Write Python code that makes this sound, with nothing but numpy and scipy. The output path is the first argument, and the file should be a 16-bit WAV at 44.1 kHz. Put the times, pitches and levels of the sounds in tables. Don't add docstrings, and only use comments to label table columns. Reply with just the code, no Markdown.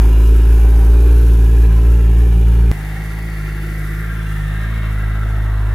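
import sys
import numpy as np
from scipy import signal
from scipy.fft import rfft, irfft
from scipy.io import wavfile
from scipy.ndimage import uniform_filter1d, map_coordinates

SR = 44100
rng = np.random.default_rng(int(sys.argv[2]) if len(sys.argv) > 2 else 0)


def digitize_waveform(pressure):
    field = np.atleast_2d(pressure).T
    bounded = np.clip(field, -1, 1)
    quanta = np.round(bounded * 32767).astype(np.int16)
    wavfile.write(sys.argv[1], SR, quanta)


N = 253134
TIME = np.arange(N) / SR
FREQS = np.maximum(np.fft.rfftfreq(N, 1 / SR), 1)
CUT_S, TOP_HZ, SURGE_MEMORY_S = 2.7153, 15850, 0.7

# time in seconds, firings per second.
REAR_SPEED = [(0.0, 54.2), (0.44, 55.91), (0.86, 56), (1.07, 58.13), (1.25, 57.13), (1.41, 55.99),
              (1.65, 57.19), (1.69, 54.71), (1.88, 57.77), (2.14, 56.02), (2.24, 58.64), (2.32, 56.16),
              (2.7, 57.03)]
FLANK_SPEED = [(2.74, 51.39), (3.31, 54.58), (3.41, 51.5), (3.77, 52.9), (3.81, 50.9), (4.13, 54.67),
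               (4.44, 50.6), (4.72, 55.48), (5.0, 51.56), (5.08, 53), (5.73, 51.6)]
# start level in dB,
# end level in dB, then a swell's height in dB (a dip if negative), time and half length in seconds.
REAR_EXHAUST = [(-8, -9, 1.55, 0.97, 0.68), (-24.5, -21.5, -2, 0.82, 0.39), (-30.5, -25.5, -3, 1.1, 0.62),
                (-27.5, -31.5, 2, 1.33, 0.43)]
FLANK_EXHAUST = [(-24, -15, -1.2, 4.2, 0.61), (-31, -21, -4, 3.7, 0.53), (-29.5, -36.5, 5.5, 4.3, 0.67),
                 (-46, -49, 9, 5.03, 0.42), (-39.5, -38, -1.5, 4.54, 0.61)]
REAR_SURGE = [0.14, -0.69, -2.3, 1.6]
FLANK_SURGE = [-0.059, .1, -1.16, 0.68, 0.33]
# multiple of the firing rate, relative level in dB.
REAR_OVERTONES = [(4, -37.5), (5, -24.5), (6, -33.5), (6.5, -34), (7, -26), (8, -32), (9, -44.5)]
FLANK_OVERTONES = [(4.5, -37), (5, -28), (5.5, -41), (6, -28.5), (6.5, -42), (7, -30), (8, -31.5),
                   (8.5, -40), (9, -34.5)]
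# frequency in Hz, relative level in dB.
REAR_PIPE = [(15, 15.5), (32, -10), (80, -24), (140, 11), (205, -17), (250, -19.5), (290, 1.5), (400, 3.5),
             (460, 1.5), (560, -12.5), (800, -42.5)]
FLANK_PIPE = [(15, 1), (30, 7), (80, 5), (140, 3.5), (200, 2.5), (260, -3.5), (340, 2), (420, -3),
              (540, -3), (800, -30)]
# start
# and end levels in dB, then, if it swells or dips, height in dB, time and half length in seconds.
REAR_PARTS = [(-39, -43), (-42.5, -47), (-47, -50.5, -4, 1.2, .5), (-46, -48.5), (-43.5, -48.6)]
FLANK_PARTS = [(-44, -40.5, -5.5, 4.05, 0.72), (-44, -38.5, 4, 4.23, 0.38), (-39.5, -43.5, 1.4, 4, 0.34),
               (-49.5, -50, 3, 4.6, 0.32), (-47.5, -53.5, 0.9, 4.2, 0.39)]
PART_EDGES_HZ = [540, 1150, 1700, 2350, 4500, 15800]
CYLINDER_STRENGTH = [0, 1, -2.5, -1]
# frequency in Hz, relative level in dB.
REAR_COLOUR = [(260, -32), (450, 0), (606, -18), (961, -16), (1150, -23.5), (1640, -21), (1960, -24.5),
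               (2240, -25), (2450, -22), (3160, -27), (4380, -31.5), (6540, -36.5), (9200, -35.5),
               (11300, -32.5), (15700, -37)]
FLANK_COLOUR = [(260, -34), (450, -11), (499, -8.5), (724, -9.5), (840, -9.5), (1350, -7), (1480, -6.5),
                (1880, -4), (2080, -3), (2560, -20), (3400, -19.5), (4310, -23.5), (7820, -29.5),
                (11700, -27), (15700, -31.5)]
# frequency in Hz, width in Hz, boost in dB.
REAR_PANELS = [(780, 61, 2.5), (1054, 16, 6.5), (1620, 160, 1.5), (2435, 36, 8), (2830, 230, 2),
               (6620, 830, 3.5), (11200, 890, 4.5)]
FLANK_PANELS = [(720, 350, 3.7), (1380, 72, 8.8), (1607, 53, 8.8), (1820, 84, 5.7), (1944, 80, 5.6),
                (2710, 79, 10.4), (3610, 900, 5.7), (11000, 6300, 4.9)]
# frequency in Hz, level in dB of side (left minus right) against mid (their sum).
REAR_WIDTH = [(55, -35.5), (160, -35), (400, -23), (800, -41), (1300, -19.5), (1800, -13.5), (2300, -7),
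              (3000, -4.5), (4000, -4.5), (7000, -4.5), (11000, 0.5), (15000, -3.0)]
FLANK_WIDTH = [(55, -28.5), (160, -27.0), (400, -18), (800, -15.5), (1300, -13), (1800, -16), (2300, 6.5),
               (3000, -1.5), (4000, -5), (7000, -2.5), (11000, -1), (15000, -4)]
# loudest moment in seconds,
# half length in seconds, pitch in Hz, half width in Hz, peak level in dB.
SINGING_PANELS = [(0.2, 0.19, 2830, 35, -50), (1.798, 0.36, 1690, 32.02, -53),
                  (2.94, 0.25, 780, 81.3, -45.5), (3.35, 0.45, 4500, 500, -56), (3.4, 0.52, 2170, 50, -50),
                  (3.697, 0.39, 339.7, 44.7, -41), (3.86, 0.2, 11710, 700, -51.5),
                  (4.337, 0.078, 2773, 45, -50), (4.804, 0.11, 2157, 60, -44),
                  (4.814, 0.19, 1120, 160.3, -46), (5.245, 0.24, 1334, 65, -40)]


def undb(db):
    return 10 ** (np.asarray(db) / 20)


def unit(x):
    return x / np.sqrt(np.mean(x ** 2))


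def response(points):
    hz, db = np.transpose(points)
    return undb(np.interp(np.log(FREQS), np.log(hz), db))


def ring(x, gain):
    cepstrum = np.fft.irfft(np.log(gain + 1e-6), N)
    cepstrum[1:N // 2] *= 2
    cepstrum[N // 2 + 1:] = 0
    return irfft(rfft(x) * np.exp(rfft(cepstrum)), N)


def swell(height, at, half_length):
    return height * np.exp(-.5 * ((TIME - at) / half_length) ** 2)


def along_walk(rows, start, end):
    return np.array([np.interp(TIME, [start, end], [first, last]) + (swell(*bump) if bump else 0)
                     for first, last, *bump in rows])


def firing_rate(speed):
    return np.interp(TIME, *np.transpose(speed))


def count_firings(speed):
    count = np.cumsum(firing_rate(speed)) / SR
    return count - count[int(CUT_S * SR)] % 1 + 1 + 1 / 12


def surging(speed, db_per_hz):
    hz = firing_rate(speed)
    return np.outer(db_per_hz, hz - uniform_filter1d(hz, int(SURGE_MEMORY_S * SR)))


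def per_firing(firings):
    return map_coordinates(rng.standard_normal(512), [firings], order=2, mode="nearest")


def boom(firings, levels, sway_db, scatter_db):
    phase = 2 * np.pi * firings
    sway = sway_db * np.sin(phase / 8.7 + 1.7 * per_firing(firings / 8))
    out = 0
    for k, db in enumerate(levels, 1):
        gain = undb(db + sway * (k == 1) + k * scatter_db * per_firing(firings))
        out = out - np.sqrt(2) * gain * np.cos(k * phase)
    return out


def pipe_hum(firings, overtones, flutter_db, jitter, lag):
    phase = 2 * np.pi * firings + jitter * (per_firing(firings) + 2.7 * per_firing(firings / 6))
    hum = sum(undb(db) * np.cos(k * phase - lag * k ** 2) for k, db in overtones)
    return unit(hum * undb(flutter_db * per_firing(firings)))


def pipe_burble(firings, pipe, gas_db):
    onsets = np.diff(np.floor(firings), prepend=np.floor(firings[0]))
    blows = onsets * per_firing(firings)
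    gas = rng.standard_normal(N) * np.exp(-(firings % 1) / 1.9)
    return unit(ring(unit(blows) + undb(gas_db) * unit(gas), response(pipe)))


def exhaust_stereo(mid, width):
    side = irfft(1j * rfft(mid) * response(width), N)
    return np.array([mid + side, mid - side])


def cylinder_strength(firings):
    return np.interp(firings, np.arange(4), CYLINDER_STRENGTH, period=4)


def pulse(firings):
    return np.cos(2 * np.pi * (firings - .1))


def metal_ticks(firings, pulse_db, scatter_db, grain_db, repeat_share):
    cam_turn = rng.standard_normal(2400)
    cam_position = firings / 4 % 1 * len(cam_turn)
    loop = unit(map_coordinates(cam_turn, [cam_position], order=3, mode="wrap"))
    repeating = np.sqrt(repeat_share) * np.array([loop, np.roll(loop, SR // 100)])
    fresh = np.sqrt(1 - repeat_share) * rng.standard_normal((2, N))
    hardness = np.repeat(rng.standard_normal(N // 32 + 1), 32)[:N]
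    beat_db = pulse_db * pulse(firings) + 0.065 * cylinder_strength(firings)
    random_db = scatter_db * per_firing(firings) + grain_db * hardness
    return (fresh + repeating) * undb(beat_db + random_db)


def gas_hiss(firings, puff_db):
    beat_db = puff_db * pulse(firings) + 0.36 * cylinder_strength(firings)
    random_db = 0.86 * per_firing(firings) + 0.64 * per_firing(firings / 5)
    return rng.standard_normal((2, N)) * undb(beat_db + random_db)


def engine_clatter(ticks, hiss, levels, colour, panels, width):
    panel_db = sum(db / (1 + (2 * (FREQS - hz) / wide) ** 2) for hz, wide, db in panels)
    body = response(colour) * undb(panel_db)
    spread = np.array([np.ones(len(FREQS)), response(width)])
    drives = [rfft(ticks)] * 4 + [rfft(hiss)]
    out = 0
    for drive, low, high, db in zip(drives, PART_EDGES_HZ, PART_EDGES_HZ[1:], levels):
        band = 1 / (1 + (low / FREQS) ** 20) / (1 + (FREQS / high) ** 20)
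        mid, side = irfft(drive * body * band * spread, N)
        out = out + undb(db) * np.array([mid + side, mid - side]) / np.std(mid)
    return out


def reflections(x, patchy_db, spacing_hz=60):
    hz, times, spectra = signal.stft(x, SR, nperseg=2048)
    place = np.meshgrid(np.log1p(hz / 4000) * 4000 / spacing_hz, times * 5, indexing="ij")
    depth_db = patchy_db / np.sqrt(1 + (hz[:, None] / 4500) ** 2)
    peaks = undb(depth_db * map_coordinates(rng.standard_normal((256, 32)), place, order=2, mode="mirror"))
    peaks /= np.sqrt(np.mean(peaks ** 2, axis=1, keepdims=True))
    return signal.istft(spectra * peaks, SR, nperseg=2048)[1][:, :N]


def at_silencer():
    firings = count_firings(REAR_SPEED)
    *boom_db, pipe_db = along_walk(REAR_EXHAUST, 0, CUT_S) + surging(REAR_SPEED, REAR_SURGE)
    low = boom(firings, boom_db, sway_db=0.5, scatter_db=0.47)
    hum = undb(-1.5) * pipe_hum(firings, REAR_OVERTONES, flutter_db=1.5, jitter=0.044, lag=0.357)
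    burble = undb(-3.5) * pipe_burble(firings, REAR_PIPE, gas_db=25)
    exhaust = exhaust_stereo(low + undb(pipe_db) * (hum + burble), REAR_WIDTH)
    ticks = metal_ticks(firings, pulse_db=0.5, scatter_db=0.63, grain_db=1.0, repeat_share=0.31)
    hiss = gas_hiss(firings, puff_db=1.5)
    parts_db = along_walk(REAR_PARTS, 0, CUT_S)
    clatter = engine_clatter(ticks, hiss, parts_db, REAR_COLOUR, REAR_PANELS, REAR_WIDTH)
    return exhaust + reflections(clatter, patchy_db=3.0)


def singing_panels():
    out = 0
    for at, half_length, hz, half_width, db in SINGING_PANELS:
        resonance = 1 / (1 + ((FREQS - hz) / half_width) ** 2) ** 2
        song = unit(irfft(rfft(rng.standard_normal(N)) * resonance, N))
        out = out + song * swell(undb(db), at, half_length)
    return out


def at_flank():
    firings = count_firings(FLANK_SPEED)
    *boom_db, pipe_db = along_walk(FLANK_EXHAUST, CUT_S, N / SR) + surging(FLANK_SPEED, FLANK_SURGE)
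    low = boom(firings, boom_db, sway_db=0.1, scatter_db=0.41)
    hum = undb(-4.0) * pipe_hum(firings, FLANK_OVERTONES, flutter_db=0.8, jitter=0.019, lag=0.252)
    burble = undb(-1.5) * pipe_burble(firings, FLANK_PIPE, gas_db=8)
    exhaust = exhaust_stereo(low + undb(pipe_db) * (hum + burble), FLANK_WIDTH)
    ticks = metal_ticks(firings, pulse_db=-0.1, scatter_db=0.7, grain_db=1.06, repeat_share=0.35)
    hiss = gas_hiss(firings, puff_db=1.1)
    parts_db = along_walk(FLANK_PARTS, CUT_S, N / SR)
    clatter = engine_clatter(ticks, hiss, parts_db, FLANK_COLOUR, FLANK_PANELS, FLANK_WIDTH)
    return exhaust + reflections(clatter, patchy_db=2.4)


def scene():
    return np.where(TIME < CUT_S, at_silencer(), at_flank()) + singing_panels()


def record(dry):
    return signal.sosfilt(signal.ellip(10, .2, 80, TOP_HZ, fs=SR, output="sos"), dry)


dry = scene()
out = record(dry)
digitize_waveform(out)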